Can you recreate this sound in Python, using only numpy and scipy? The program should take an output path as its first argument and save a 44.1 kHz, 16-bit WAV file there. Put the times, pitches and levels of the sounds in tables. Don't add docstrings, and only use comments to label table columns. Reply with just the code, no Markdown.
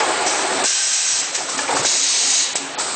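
import sys
import numpy as np
from scipy import signal
from scipy.io import wavfile

SR = 44100
rng = np.random.default_rng(int(sys.argv[2]) if len(sys.argv) > 2 else 0)


def transcribe(signal):
    frames = np.atleast_2d(signal).T
    limited = np.clip(frames, -1, 1)
    pcm = np.round(limited * 32767).astype(np.int16)
    wavfile.write(sys.argv[1], SR, pcm)


def ratio_of_db(decibels):
    return 10 ** (np.asarray(decibels, float) / 20)


N = 130095

FIRST_OPEN_S, FIRST_CLOSE_DB_PER_S = 0.571, 500
# start [s], open time [s], level [dB], sag [dB/s], closing rate [dB/s].
JETS = [
    (0.636, FIRST_OPEN_S, -20, 0.5, FIRST_CLOSE_DB_PER_S),
    (1.852, 0.55, -19.5, -2, 141),
]


def rms_one(x):
    return x / np.sqrt(np.mean(x ** 2) + 1e-20)


def drift(rate_hz):
    r = np.exp(-80 * np.pi * rate_hz / SR)
    white = rng.standard_normal(N // 40 + 2002)
    slow = rms_one(signal.lfilter([1], [1, -2 * r, r * r], white)[2000:])
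    return np.interp(np.arange(N) / 40, np.arange(len(slow)), slow)


def resonance(x, hz, width_hz):
    r = np.exp(-np.pi * width_hz / SR)
    poles = [1, -2 * r * np.cos(2 * np.pi * hz / SR), r * r]
    return signal.lfilter([(1 - r * r) / 2, 0, (r * r - 1) / 2], poles, x)


def rung(x, peaks, flicker_db=0):
    out = 0
    for k, (hz, width_hz, db) in enumerate(peaks):
        gain = ratio_of_db(db + flicker_db * drift(10.0))
        out = out + gain * resonance(x, hz, max(width_hz, 10)) * (-1) ** k
    return rms_one(out)


def banded(spectrum, patchy_db, white=None):
    white = rng.standard_normal((2, N)) if white is None else white
    hz, db = np.transpose(spectrum)
    top_hz = 9500
    edges_hz = hz[0] * 2 ** np.arange(0, np.log2(top_hz / hz[0]), 1 / 5)
    together = drift(8.0)
    out = 0
    for k, (low, high) in enumerate(zip(edges_hz, edges_hz[1:])):
        sos = signal.butter(2, [low, high], "band", fs=SR, output="sos")
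        band = signal.sosfilt(sos, white[k % 2])
        level_db = np.interp(np.log(low * high) / 2, np.log(hz[:-2]), db[:-2])
        out = out + band * ratio_of_db(level_db + patchy_db * (0.24 * together + drift(10.0)))
    return rms_one(out)


def valve(start_s, open_s, level_db, sag_db_per_s, close_db_per_s, opening_s=0.0024):
    t = np.arange(N) / SR - start_s
    sag_db = sag_db_per_s * np.clip(t, 0, open_s)
    close_db = close_db_per_s * np.clip(t - open_s, 0, 1)
    return np.clip(t / opening_s, 0, 1) * ratio_of_db(level_db - sag_db - close_db)


def pipe_tone(pipe):
    widen, flicker_db = 1.3, 2.5
    white = rng.standard_normal((2, N))
    out = 0
    for k, (hz, width_hz, db) in enumerate(pipe):
        once = resonance(white[k % 2], hz, widen * width_hz)
        out = out + ratio_of_db(db + flicker_db * drift(6.5)) * resonance(once, hz, widen * width_hz)
    return rms_one(out)


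def jets():
    # frequency [Hz], density [dB per Hz].
    jet_a = [(410, -49), (690, -14), (1300, -15), (1810, -10.5), (3700, -8.5), (4670, -5.5), (5760, -4.5),
             (8500, -2.5), (11000, -35), (18700, -120)]
    jet_b = [(410, -48), (690, -31), (825, -19), (1450, -25), (1890, -16.5), (3600, -12.5), (4000, -9),
             (6200, -8.5), (8500, -12), (11000, -35), (18700, -120)]
    # frequency [Hz], width [Hz], level [dB].
    pipe_a = [(2545, 170, -12), (4060, 150, -3.5), (5176, 100, -2.5), (5730, 240, 0), (6350, 440, -2),
              (6600, 150, -6), (7670, 280, -2)]
    pipe_b = [(1920, 64, -8.5), (2266, 44, -9), (3140, 58, -16), (3890, 53, 0.5), (4030, 130, -1.5),
              (4480, 70, -1.5), (5070, 99, -4), (6010, 150, -1), (6400, 230, -0.5), (6760, 200, 3.5),
              (7760, 220, -10), (8190, 330, -2)]
    # level re jet [dB], fade [dB/s].
    sigh_rows = [
        (-8, 34),
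        (-17.5, 52),
    ]
    pipe_db, low_hz = -2.5, 455
    body_hz, body_lingers_s, body_close_db_per_s = 3840, 0.036, 70.5
    low_cut = signal.butter(4, low_hz, "high", fs=SR, output="sos")
    body_filter = signal.butter(3, body_hz, fs=SR, output="sos")
    out = 0
    for jet, colour, pipe, sigh_row in zip(JETS, (jet_a, jet_b), (pipe_a, pipe_b), sigh_rows):
        start_s, open_s, db, sag, close = jet
        sigh_db, fade_db_per_s = sigh_row
        air = banded(colour, patchy_db=0.8) + ratio_of_db(pipe_db) * pipe_tone(pipe)
        air = signal.sosfilt(low_cut, air)
        body = signal.sosfiltfilt(body_filter, air)
        main = valve(start_s, open_s, db, sag, close)
        sigh = valve(start_s, open_s, db + sigh_db, sag, fade_db_per_s)
        body_flow = valve(start_s, open_s + body_lingers_s, db, sag, body_close_db_per_s)
        out = out + np.maximum(main, sigh) * (air - body) + body_flow * body
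    return out


def whistles():
    # frequency [Hz], width [Hz], level re jet [dB].
    whistle_rows = [(1570, 70, -15), (3140, 150, -17)]
    sag_db_per_s, flicker_db = 10, 0.8
    tones = 0
    for hz, width_hz, db in whistle_rows:
        once = resonance(rng.standard_normal(N), hz, width_hz)
        tones = tones + ratio_of_db(db + flicker_db * drift(13.0)) * rms_one(resonance(once, hz, width_hz))
    start_s, open_s, level_db, _, close = JETS[0]
    return valve(start_s, open_s, level_db, sag_db_per_s, close) * tones


def puffs():
    # start [s], open time [s], level [dB], after-breath level [dB], swell [s].
    puff_rows = [
        (0.26, 0.016, -26, -21.5, .0054),
        (0.638, 0.033, -21.5, -36, .0054),
        (1.339, 0.016, -18.5, -27, 0.015),
        (1.489, 0.012, -36, -31.5, 0.005),
        (1.576, 0.06, -33, -37, 0.0043),
        (1.755, 0.053, -31.5, -27.5, 0.011),
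        (1.847, 0.009, -23, -28, .0054),
        (2.553, 0.0076, -16.5, -34.5, 0.0033),
        (2.782, 0.033, -29, -32, 0.009),
    ]
    # frequency [Hz], density [dB per Hz].
    puff_spectrum = [(900, -18), (2000, -5.5), (3400, -9.5), (4600, -4), (5900, 2), (7200, -3), (8500, 4),
                     (11000, -40), (19000, -120)]
    sag_db_per_s, close_db_per_s, breath_db_per_s = 33, 583.5, 70.5
    flow = 0
    for start_s, open_s, db, breath_db, swell_s in puff_rows:
        flow = flow + valve(start_s, open_s, db, sag_db_per_s, close_db_per_s, swell_s)
        flow = flow + valve(start_s, open_s, breath_db, sag_db_per_s, breath_db_per_s, swell_s)
    return flow * banded(puff_spectrum, patchy_db=1.95)


def leak():
    # start [s], open time [s], level [dB], sag [dB/s].
    leak_rows = [
        (-.1, .74, -26, 2),
        (1.488, 0.11, -27.5, 15),
        (1.577, 0.13, -35, -8),
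        (1.706, 0.046, -26, 16),
        (1.75, 0.024, -28.5, 3),
        (1.827, .02, -23, 22),
        (2.784, .3, -23.5, 15.5),
    ]
    # frequency [Hz], density [dB per Hz].
    leak_spectrum = [(3000, -15), (4400, -2), (5500, -8.5), (6800, -19.5), (7500, 1.5), (8100, 0.1),
                     (8700, 3.5), (11000, -40), (19000, -120)]
    close_db_per_s = 299.5
    flow = sum(valve(*row, close_db_per_s) for row in leak_rows)
    return flow * banded(leak_spectrum, patchy_db=0.4)


def ticks():
    # time [s], peak [dB].
    tick_rows = [
        (.266, -13),
        (.644, -9),
        (1.850, -7),
        (2.555, -11),
        (2.787, -19),
    ]
    tick_s, tick_hz = 0.00066, 660
    start_s, peak_db = np.transpose(tick_rows)[..., None]
    t = np.arange(N) / SR - start_s
    swing = np.exp(-(t / tick_s) ** 2) * np.sin(2 * np.pi * tick_hz * t)
    return np.sum(ratio_of_db(peak_db) * swing, axis=0)


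def knocks():
    # time [s], peak [dB], pitch [Hz], decay to -60 dB [cycles].
    knock_rows = [(.005, -14.5, 842, 86), (.035, -18.5, 778, 77), (.002, -12.5, 447, 25),
                  (.029, -13, 930, 47), (.062, -19.5, 780, 45), (.087, -13, 765, 43), (.105, -14, 778, 70),
                  (0.169, -17.5, 397, 26), (.202, -14.5, 737, 59), (0.269, -11, 820, 26),
                  (.41, -22, 784, 63), (.445, -18, 700, 45), (.51, -17.5, 382, 58), (.555, -15, 660, 40),
                  (.565, -20, 380, 23), (.6, -18, 720, 37), (.622, -17, 640, 30), (.62, -20, 380, 23),
                  (1.735, -17, 285, 25), (1.133, -30.5, 104, 7.3), (1.486, -18.5, 1060, 52),
                  (1.539, -33, 264, 58), (1.588, -15.5, 860, 52), (1.591, -14.5, 1722, 79),
                  (1.589, -18.5, 2350, 53), (1.68, -21, 2370, 82), (1.682, -16, 900, 30),
                  (1.691, -15.5, 942, 80), (1.693, -13, 502, 21), (1.703, -12.5, 790, 30),
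                  (1.71, -15, 910, 25), (1.713, -15, 1473, 45), (1.714, -26.5, 2040, 45),
                  (1.727, -11.5, 850, 49), (1.745, -13.5, 527, 25), (1.751, -16, 898, 53),
                  (1.766, -14, 1120, 67), (1.769, -17, 1340, 93), (1.791, -18.5, 571, 49),
                  (1.828, -18, 476, 28), (1.733, -26.5, 99, 8.2), (1.792, -16.5, 129.7, 8.9),
                  (1.847, -12.5, 1564, 50), (1.849, -12, 364, 13), (2.6, -30.5, 274.6, 130),
                  (2.785, -17.5, 876, 66), (2.798, -12, 1310, 23)]
    mode_ratios = [.55, 1, 1.37, 1.95, 2.6]
    loss_db, spread_db, contact_cycles = 7.5, 0.72, 1.2
    t = np.arange(SR // 4) / SR
    out = np.zeros(N + SR)
    chance = rng.standard_normal((len(knock_rows), len(mode_ratios)))
    for (start_s, db, hz, cycles), luck in zip(knock_rows, chance):
        first = int(start_s * SR)
        contact = np.clip(t * hz / contact_cycles, 0, 1)
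        for ratio, u in zip(mode_ratios, luck):
            mode_db = db - 0.5 - loss_db * abs(np.log2(ratio)) * 2 + spread_db * u
            gain = ratio_of_db(mode_db - 60 * t * hz / cycles)
            out[first:first + len(t)] += gain * contact * np.sin(2 * np.pi * hz * ratio * t)
    return out[:N]


def drive():
    # start [s], length [s], level [dB], sag [dB/s].
    stroke_rows = [
        (-.05, 0.044, -9.5, 13),
        (-.05, 0.66, -19.5, 8),
        (1.376, 0.056, -29.5, 25),
        (1.476, 0.26, -42, -12),
        (1.678, 0.16, -27, 6),
        (1.913, 0.052, -31, 26),
        (2.603, 0.218, -35, 26),
        (2.777, .04, -32, 60),
        (2.805, 0.18, -35, -5),
    ]
    # frequency [Hz], density [dB per Hz].
    roar_spectrum = [(24, -86), (40, -22), (210, -19.5), (377, -3), (564, -7), (755, 0.5), (1010, -6),
                     (2100, -8.5), (3030, -13.5), (8500, -19), (11000, -46), (18700, -120)]
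    # frequency [Hz], width [Hz], level [dB].
    frame_modes = [(281.2, 8.8, -9), (396.5, 30, -4), (648.6, 33, -3.5), (740.5, 17.7, 1.5), (851, 49, -1),
                   (1135, 11, -11.5), (1380, 58, -7.5)]
    rattles_per_s, rattle_db, frame_db, stop_db_per_s = 900, -5, -2, 1501
    hits = rng.random(N) < rattles_per_s / SR
    force = ratio_of_db(5.4 * np.minimum(rng.exponential(1, N), 3))
    clicks = hits * force * rng.choice([-1, 1], N)
    shake = rng.standard_normal((2, N)) + ratio_of_db(rattle_db) * rms_one(clicks)
    roar = banded(roar_spectrum, patchy_db=1.1, white=shake) + ratio_of_db(frame_db) * rung(shake[0], frame_modes)
    return sum(valve(*row, stop_db_per_s) for row in stroke_rows) * roar


def duck_db():
    # time [s], gain [dB].
    duck_rows = [(0, 0), (.65, 12.5), (.67, -4.5), (1.101, -3), (1.25, 3), (1.85, 9.5), (1.88, -1.5),
                 (2.2, 2.5), (2.45, 0), (2.6, 3), (2.95, 5.5)]
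    s, db = np.transpose(duck_rows)
    return np.interp(np.arange(N) / SR, s, db)


def far_machines():
    # frequency [Hz], density [dB per Hz].
    floor_spectrum = [(24, -108.5), (40, -31), (377, -12), (551, -9.5), (738, -7), (1030, -12),
                      (1290, -9.5), (1550, -13.5), (8500, -21.5), (11000, -60), (18700, -120)]
    # frequency [Hz], width [Hz], level [dB].
    hum_rows = [(276, 18, -1), (381.6, 16, -2.5), (748, 18, -5)]
    floor_db, hum_db, hum_flicker_db = -34, -14, 5.5
    bass_hz, bass_duck_share = 447, 0.73
    hum = rung(rng.standard_normal(N), hum_rows, hum_flicker_db)
    floor = banded(floor_spectrum, patchy_db=2.5) + ratio_of_db(hum_db) * hum
    bass = signal.sosfiltfilt(signal.butter(2, bass_hz, fs=SR, output="sos"), floor)
    ducked_bass = bass * ratio_of_db(bass_duck_share * np.minimum(duck_db(), 0))
    return ratio_of_db(floor_db + duck_db()) * (floor - bass + ducked_bass)


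def shop(x):
    t60_s, level_db = 0.76, -7.5
    t = np.arange(SR) / SR
    tail = rng.standard_normal(SR) * ratio_of_db(-60 * t / t60_s) * (t > 0.01)
    tail = tail / np.sqrt(np.sum(tail ** 2))
    return ratio_of_db(level_db) * signal.fftconvolve(x, tail)[:N]


def scene():
    tail_duck_share = 1.7
    air = jets() + whistles() + puffs() + leak()
    blows = ticks() + knocks()
    blow_tail = shop(blows) * ratio_of_db(tail_duck_share * np.minimum(duck_db(), 0))
    mono = air + shop(air) + blows + blow_tail + drive() + far_machines()
    return np.array([mono, mono])


def holes(x):
    from_hz, band_hz, hole_db = 5500, 430, -22
    share = 0.022 * np.array([0, 0.6, 1.1, 1.1, 0.9, 0.4, 0.3, 4.0])
    hz, _, cells = signal.stft(x, SR, nperseg=512)
    frames = cells.shape[-1]
    band = np.clip((hz - from_hz) // band_hz + 1, 0, 7).astype(int)
    empty = rng.random((8, frames // 2 + 1)) < share[:, None]
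    empty = np.repeat(empty, 2, axis=1)
    cells = cells * ratio_of_db(hole_db * empty[band, :frames])
    return signal.istft(cells, SR, nperseg=512)[1][..., :N]


def dropouts(x):
    # start [s], length [s], lower edge [Hz], upper edge [Hz].
    dropout_rows = [(.629, .008, 5000, 7600), (1.318, .007, 5500, 7300), (1.371, .011, 5600, 6400),
                    (1.456, .01, 5100, 5600), (1.471, .008, 8000, 9500), (1.566, .009, 5200, 7700),
                    (1.741, .01, 6200, 7700), (1.818, .01, 6000, 7500), (2.537, .014, 4700, 7400),
                    (2.537, .011, 7900, 9500), (2.753, .026, 5500, 9500), (2.76, .011, 5000, 5700)]
    left, fade_s = 0.012, 0.003
    t = np.arange(N) / SR
    for start_s, length_s, low_hz, high_hz in dropout_rows:
        inside_s = np.minimum(t - start_s, start_s + length_s - t)
        lost = np.clip(inside_s / fade_s + 0.5, 0, 1)
        sos = signal.butter(8, [low_hz, high_hz], "band", fs=SR, output="sos")
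        x = x - (1 - left) * lost * signal.sosfiltfilt(sos, x)
    return x


def band_limit(x):
    return signal.sosfilt(signal.butter(12, 9690, fs=SR, output="sos"), x)


def record(dry):
    mic_low_hz, cutoff_hz = 90, 8485
    x = dropouts(holes(np.tanh(dry)))
    x = signal.sosfilt(signal.butter(2, mic_low_hz, "high", fs=SR, output="sos"), x)
    x = signal.sosfiltfilt(signal.ellip(8, 0.5, 54, cutoff_hz, fs=SR, output="sos"), x)
    return band_limit(x)


dry = scene()
out = record(dry)
transcribe(out)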